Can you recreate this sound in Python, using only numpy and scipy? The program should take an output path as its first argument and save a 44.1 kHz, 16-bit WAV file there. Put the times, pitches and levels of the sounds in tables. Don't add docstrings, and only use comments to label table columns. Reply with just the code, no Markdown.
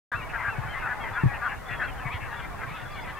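import sys
import numpy as np
from scipy import signal
from scipy.fft import rfft, irfft
from scipy.io import wavfile
from scipy.ndimage import uniform_filter1d

SR = 44100
rng = np.random.default_rng(int(sys.argv[2]) if len(sys.argv) > 2 else 0)


def master(y):
    cut = np.clip(np.atleast_2d(y).T, -1, 1)
    pcm = np.round(cut * 32767)
    wavfile.write(sys.argv[1], SR, pcm.astype(np.int16))


N = 140679
LEFT_RIGHT = np.array([[1], [-1]])


def undb(db):
    return 10 ** (np.asarray(db) / 20)


def unit(x):
    return x / np.sqrt(np.mean(x ** 2) + 1e-20)


def colour(x, table):
    hz, db = np.array(table).T
    f = np.fft.rfftfreq(x.shape[-1], 1 / SR) + 1
    gain = undb(np.interp(np.log(f), np.log(hz + 1), db))
    return irfft(rfft(x) * gain, x.shape[-1])


def lowpass(x, order, hz):
    return signal.sosfilt(signal.butter(order, hz, fs=SR, output="sos"), x)


def ring(x, hz, width_hz):
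    b, a = signal.iirpeak(hz, hz / width_hz, SR)
    return signal.lfilter(b, a, signal.lfilter(b, a, x))


def glide(x, hz, width_hz):
    turn = np.exp(2j * np.pi * np.cumsum(hz) / SR)
    pole = np.exp(-np.pi * width_hz / SR)
    smooth = signal.lfilter([1], np.convolve([1, -pole], [1, -pole]), x / turn)
    return (smooth * turn).real


def walk(rate_hz, size=N):
    k = max(int(SR / rate_hz), 2)
    steps = np.repeat(rng.standard_normal(size // k + 1), k)
    return unit(uniform_filter1d(uniform_filter1d(steps, k), k)[:size])


def shape(t, length_s, attack_s, release_s):
    ramp = np.minimum(t / attack_s, (length_s - t) / release_s)
    return np.sin(np.pi / 2 * np.clip(ramp, 0, 1)) ** 2


def add(out, start_s, x):
    i = int(start_s * SR)
    n = min(x.shape[-1], N - i)
    out[..., i:i + n] += x[..., :n]


HONK_SAG, HONK_SINK = .1, .2
HONK_ROUGH, HONK_SMEAR_S = .24, .002
HONK_SWELL, HONK_FADE = .38, .42
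HONK_RING_HZ, HONK_WIDTH_HZ, HONK_SKIRT_DB = 250, 940, -1
HONK_CHEST_HZ, HONK_CHEST_DB, HONK_RASP_HZ, HONK_RASP_DB = 950, -15.5, 2900, -26


def honk(length_s, hz, throat_hz, rasp_db):
    t = np.arange(int(length_s * SR)) / SR
    u = t / length_s
    drift = .16 * HONK_ROUGH * walk(hz, len(t))
    phase = np.cumsum(hz * (1 - HONK_SAG * (u - .5) + drift)) / SR
    cycle = phase % 1
    puff = np.exp(-cycle / .02) * undb(4 * HONK_ROUGH * walk(hz, len(t)))
    breath = np.exp(-cycle / .3) * rng.standard_normal(len(t))
    source = (1 - HONK_ROUGH) * unit(puff) + HONK_ROUGH * unit(breath)
    smear = rng.standard_normal(300) * np.exp(-t[:300] / HONK_SMEAR_S)
    source = signal.fftconvolve(source, smear)[:len(t)]
    dull = lowpass(source, 3, 2500)
    peak = glide(dull, throat_hz * (1 - HONK_SINK * (u - .5)), HONK_RING_HZ)
    skirt = ring(dull, throat_hz, HONK_WIDTH_HZ)
    chest = ring(dull, HONK_CHEST_HZ, 770)
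    rasp = lowpass(ring(source, HONK_RASP_HZ, 1300), 4, 4100)
    voice = unit(peak) + undb(HONK_SKIRT_DB) * unit(skirt) - undb(HONK_CHEST_DB) * unit(chest)
    voice = voice + undb(HONK_RASP_DB + rasp_db) * unit(rasp)
    swell = shape(t, length_s, HONK_SWELL * length_s, HONK_FADE * length_s) ** .7
    return voice * swell * undb(1.2 * walk(40, len(t)))


# t/s, length/s, pulse f/Hz, throat f/Hz, level/dB, rasp level/dB re HONK_RASP_DB
HONKS = [(0.09, 0.084, 252.2, 1610, -33, 8), (0.319, 0.068, 237, 1755, -36.5, -7),
         (0.372, 0.095, 246, 1880, -40, -4), (0.428, 0.091, 231.2, 1625, -32.5, -14),
         (0.724, 0.088, 257.2, 1880, -38.5, 12), (0.808, 0.086, 242.8, 1480, -35.5, -10),
         (0.859, 0.099, 245, 1740, -36.5, -8), (1.023, 0.088, 258.6, 2020, -40.5, 7),
         (1.137, 0.0768, 245.9, 1584, -32.5, -8), (1.291, 0.1, 241.3, 1777, -40, -5),
         (1.404, 0.092, 234.1, 1570, -31.5, -11), (1.493, 0.081, 264.7, 1660, -45, -4.5),
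         (1.669, 0.1025, 225.2, 1900, -40, 11.5), (1.785, 0.099, 246, 1614, -33.5, -13),
         (2.045, 0.059, 228, 2010, -39, 4), (2.106, 0.086, 244.8, 2230, -44.5, 25.5),
         (2.279, 0.14, 240.5, 1620, -45.5, 16.5), (2.384, 0.036, 228.8, 1580, -43, 21),
         (2.403, 0.068, 266, 2200, -46, 17), (2.543, 0.044, 240, 1830, -53, 6.5),
         (2.597, 0.068, 259.2, 1880, -39.5, -1), (2.666, 0.084, 235.2, 2260, -49, 21.5),
         (2.728, 0.12, 239, 2030, -54, 30.5), (2.94, 0.095, 250, 2200, -48, 23.5),
         (3.059, 0.077, 241.3, 1920, -46, 22)]


def honks():
    out = np.zeros(N)
    for start_s, length_s, hz, throat_hz, db, rasp_db in HONKS:
        add(out, start_s, undb(db) * honk(length_s, hz, throat_hz, rasp_db))
    return out


YAP_WIDTH_HZ, YAP_SKIRT_DB, YAP_HOARSE, YAP_EDGE_S = 780, -30, .25, .012


def yap(length_s, top_s, hz, bend_per_s2, throat_hz, width_hz=YAP_WIDTH_HZ):
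    t = np.arange(int(length_s * SR)) / SR
    arch = np.clip(1 - bend_per_s2 * (t - top_s) ** 2, .6, 1)
    f = hz * arch * (1 + .003 * walk(120, len(t)))
    k = np.arange(1, 6)[:, None]
    gain = np.exp(-.5 * ((k * hz - throat_hz) / width_hz) ** 2) + undb(YAP_SKIRT_DB) / k
    gain = gain * (k * hz < 4800)
    overtones = gain * np.sin(2 * np.pi * k * np.cumsum(f) / SR + k ** 2)
    voice = unit(np.sum(overtones, axis=0))
    hoarse = 1 + YAP_HOARSE * walk(267.0, len(t))
    return voice * hoarse * shape(t, length_s, YAP_EDGE_S, YAP_EDGE_S)


# t/s, length/s, pitch-top t/s, pitch-top f/Hz, bend/(share per s^2), throat f/Hz, level/dB
YAPS = [(0.135, 0.095, 0.18, 1354, 86.4, 2100, -42.5), (0.211, 0.037, .235, 950, 69, 2090, -44.5),
        (0.465, 0.09, .515, 1363, 84.2, 2110, -42.5), (0.623, 0.046, .635, 855, 23, 1580, -43.5),
        (0.68, 0.07, .712, 1045, 50, 2590, -46), (0.783, 0.071, .76, 970, 13, 2580, -52),
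        (0.823, 0.04, .865, 1300, 51, 2050, -42), (0.853, 0.033, .867, 905, 880, 1510, -33.5),
        (.895, 0.068, .915, 870, 19, 1490, -55), (.92, 0.07, .925, 1434, 32, 1900, -65),
        (1.004, 0.05, 1.01, 1096, 32, 2430, -44.5), (1.037, 0.091, 1.05, 1017, 3, 2000, -54),
        (1.123, 0.059, 1.147, 1165, 120, 3060, -52.5), (1.164, 0.06, 1.208, 1360, 110, 2150, -45.5),
        (1.202, 0.044, 1.19, 943, 38, 1710, -38.5), (1.265, 0.064, 1.275, 834.3, 22, 1500, -41),
        (1.445, 0.04, 1.445, 1100, 22.4, 2980, -53), (1.51, 0.049, 1.52, 857, 23, 1160, -41.5),
        (1.8, 0.068, 1.86, 1337, 38, 2260, -45.5), (1.994, 0.067, 2.0, 887, 15, 1700, -45),
        (2.039, 0.052, 2.08, 1148, 14, 1320, -43.5), (2.089, 0.055, 2.15, 1316, 82, 2080, -39),
        (2.127, 0.0425, 2.145, 719, 87.6, 1990, -50), (2.309, 0.0633, 2.36, 928, 16, 1430, -44),
        (2.361, 0.04, 2.382, 1150, 38, 2900, -51), (2.402, 0.068, 2.43, 793, 26, 1760, -48.5),
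        (2.502, 0.043, 2.51, 1168, 21, 1280, -47), (2.664, 0.065, 2.7, 1177, 48, 1910, -50),
        (2.711, 0.077, 2.748, 1311, 72, 1800, -41), (2.819, 0.033, 2.83, 921, 36, 1800, -48),
        (2.89, 0.091, 2.925, 1208, 48, 1210, -46.5), (2.954, 0.055, 2.98, 763, 40, 1750, -47),
        (3.062, 0.03, 3.08, 768, 290, 1400, -48), (3.13, 0.054, 3.15, 1205, 24, 900, -46),
        (3.158, .04, 3.185, 887, 28, 1720, -46.5)]


def yaps():
    out = np.zeros(N)
    for start_s, length_s, top_s, hz, bend_per_s2, throat_hz, db in YAPS:
        add(out, start_s, undb(db) * yap(length_s, top_s - start_s, hz, bend_per_s2, throat_hz))
    return out


TRILL_HZ, TRILL_DEPTH = 43, .97
# t/s, mean f/Hz, level/dB (amplitude doubled on playing)
TRILLS = [
    [(1.655, 3330, -57.5), (1.68, 3495, -51), (1.75, 3355, -54), (1.83, 3230, -52)],
    [(1.845, 3400, -58), (1.88, 3240, -51), (1.91, 3076, -53), (1.937, 2830, -54)],
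    [(2.85, 3426, -55), (2.94, 3395, -55), (3.0, 3460, -52.5), (3.05, 3380, -56)],
]


def trills():
    out = np.zeros(N)
    for rows in TRILLS:
        s, hz, db = np.array(rows).T
        t = np.arange(s[0], s[-1], 1 / SR)
        beat = 2 * np.pi * TRILL_HZ * (t - s[0])
        f = np.interp(t, s, hz) * (1 + .0063 * np.sin(beat))
        chop = 1 - TRILL_DEPTH * (.5 + .5 * np.cos(beat)) ** 1.3
        whistle = np.sin(2 * np.pi * np.cumsum(f) / SR)
        add(out, s[0], 2 * undb(np.interp(t, s, db)) * chop * whistle)
    return out


# t/s, length/s, start f/Hz, end f/Hz, level/dB (2.5 dB lower on playing)
PEEPS = [(1.832, 0.033, 3860, 4400, -55), (1.978, 0.025, 3200, 3020, -46), (2.913, 0.0257, 4510, 4854, -54),
         (2.933, 0.03, 4000, 4400, -53), (3.013, 0.027, 4660, 5050, -55), (3.055, .012, 3700, 3800, -60.5),
         (3.14, 0.0105, 3300, 3300, -48), (3.17, 0.0155, 3170, 3120, -50)]


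def peeps():
    out = np.zeros(N)
    for start_s, length_s, hz0, hz1, db in PEEPS:
        t = np.arange(int(length_s * SR)) / SR
        f = hz0 + (hz1 - hz0) * np.sin(np.pi / 2 * t / length_s)
        whistle = np.sin(2 * np.pi * np.cumsum(f) / SR)
        add(out, start_s, undb(db - 2.5) * whistle * shape(t, length_s, .0032, .0048))
    return out


SHORE_DB, SHORE_T60_S = -13, .12


def shore_scatter(birds):
    t = np.arange(int(.3 * SR)) / SR
    ground = rng.standard_normal((2, len(t))) * np.exp(-np.log(1000) * t / SHORE_T60_S)
    ground = ground / np.sqrt(np.sum(ground ** 2, axis=1, keepdims=True))
    return signal.fftconvolve(birds[None], ground, axes=1)[:, :N] * undb(SHORE_DB)


FLOCK_MURMUR_DB, FLOCK_SPREAD = -1.5, .5
# f/Hz, relative level/dB per Hz
FLOCK_SPECTRUM = [(240, -38), (400, -5.5), (538, -4), (803, 1.5), (1230, 4), (1450, -2), (1810, 2),
                  (2290, -6.5), (2920, -18), (5000, -29.5), (6500, -49), (11000, -120)]
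# t/s, level/dB
FLOCK_LEVEL = [(0.3, -39), (0.57, -36.5), (1.39, -38), (1.51, -37.5), (1.6, -46.5), (1.7, -37.5),
               (1.93, -40.5), (2.08, -39.5), (2.38, -41), (2.52, -41), (2.81, -39.5), (2.92, -43.5),
               (3.19, -39.5)]


def flock(count=210):
    out = np.zeros((2, N))
    for n, (a, b, c, d, e) in enumerate(rng.random((count, 5))):
        length_s = .04 + .057 * a
        if n % 3 == 0:
            call = honk(length_s, 210 + 70 * b, 800 + 1200 * c, 0)
        else:
            call = yap(length_s, length_s * d, 700 + 450 * b, 30, 900 + 800 * c, 450)
        start_s = (n + e) / count * N / SR
        add(out, start_s, call * undb(-8 * d + 4.3 * (a - .5) * LEFT_RIGHT))
    calls = colour(out, [(300, 2.0), (2000, -1.0), (2800, 18.5), (5000, -33)])
    mid, side = colour(rng.standard_normal((2, N)), FLOCK_SPECTRUM)
    murmur = unit(mid + FLOCK_SPREAD * side * LEFT_RIGHT)
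    babble = unit(calls) + undb(FLOCK_MURMUR_DB) * murmur
    s, db = np.array(FLOCK_LEVEL).T
    return unit(babble) * undb(np.interp(np.arange(N) / SR, s, db) + 1.2 * LEFT_RIGHT)


RUMBLE_DB, GUST_DB, GUST_HZ, RUMBLE_OPPOSED = -39.5, 2, 15, .033
# f/Hz, relative level/dB per Hz
WIND_SPECTRUM = [(8.8, -46), (15, -3.5), (70, -4.5), (124, -6.5), (145, -8.5), (189, -15), (329, -18),
                 (499, -19), (600, -17.5), (780, -14), (1320, -120)]


def wind_rumble():
    table = WIND_SPECTRUM + [(900, -70)]
    sides = []
    for _ in range(2):
        noise = colour(rng.standard_normal(N), table)
        sides.append(unit(noise * undb(GUST_DB * walk(GUST_HZ))))
    out = np.array(sides)
    return (out - RUMBLE_OPPOSED * out[::-1]) * undb(RUMBLE_DB)


THUMP_RISE_S, THUMP_FALL_S, THUMP_SAG_PER_S, RIGHT_PITCH = .00078, .024, 6, .872
# t/s, level/dB, left f/Hz (starts 1.1 times higher, then sags), left minus right/dB
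THUMPS = [(0.146, -36, 112.8, -16.5), (0.48, -32, 126, -7), (0.583, -25, 119, 10.5), (0.649, -33, 124, 2),
          (1.11, -32, 106, 2), (1.235, -14.5, 143, 5.5), (1.257, -12.5, 123.1, 6), (1.71, -37, 117, 20.5),
          (2.055, -28, 125.5, 9), (2.142, -29, 100, -6), (2.222, -31.5, 109.3, -1), (2.389, -36, 125, -1),
          (2.709, -37, 151, 10)]


def wind_thumps():
    out = np.zeros((2, N))
    t = np.arange(int(.06 * SR)) / SR
    swell = (1 - np.exp(-t / THUMP_RISE_S)) ** 2 * np.exp(-(t / THUMP_FALL_S) ** 2)
    swell = swell / swell.max()
    pitch = np.array([[1], [RIGHT_PITCH]])
    for start_s, db, hz, pan_db in THUMPS:
        cycles = hz * t * (1.1 - THUMP_SAG_PER_S * t / 2) * pitch
        add(out, start_s, swell * np.sin(2 * np.pi * cycles) * undb(db + pan_db * LEFT_RIGHT / 2))
    return out


# t/s, level/dB (envelope peaks 1.9 dB lower), f/Hz
KNOCKS = [(1.234, -17, 351), (1.257, -25, 300)]


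def wind_knocks():
    out = np.zeros((2, N))
    t = np.arange(int(.06 * SR)) / SR
    envelope = t / .00397 * np.exp(1 - t / .0032)
    for start_s, db, hz in KNOCKS:
        add(out, start_s, undb(db) * envelope * np.sin(2 * np.pi * hz * t) * LEFT_RIGHT)
    return out


HISS_DB = -56
# f/Hz, relative level/dB
HISS_SPECTRUM = [(2060, -6), (3500, -3.5), (4020, -7), (5260, -8), (11400, -10), (14900, -12),
                 (15700, -16.5)]
# f/Hz, level/dB re hiss spectrum
HISS_SIDE = [(3500, 3), (8000, -1.5), (12000, -5), (15700, -17)]


def hiss():
    mid, side = colour(rng.standard_normal((2, N)), [(1500, -17)] + HISS_SPECTRUM)
    return unit(mid + colour(side, HISS_SIDE) * LEFT_RIGHT) * undb(HISS_DB)


GEESE_PAN_DB = 4.5


def scene():
    geese = honks() + yaps()
    shore_bird = trills() + peeps()
    near = geese * undb(LEFT_RIGHT * GEESE_PAN_DB / 2) + shore_bird
    wind = wind_rumble() + wind_thumps() + wind_knocks()
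    return near + shore_scatter(geese + shore_bird) + flock() + wind + hiss()


START_S, TOP_HZ = .1165, 15800


def record(dry):
    on = np.clip((np.arange(N) / SR - START_S) / .003, 0, 1)
    top_cut = signal.ellip(10, .2, 80, TOP_HZ, fs=SR, output="sos")
    return signal.sosfilt(top_cut, dry * on)


dry = scene()
out = record(dry)
master(out)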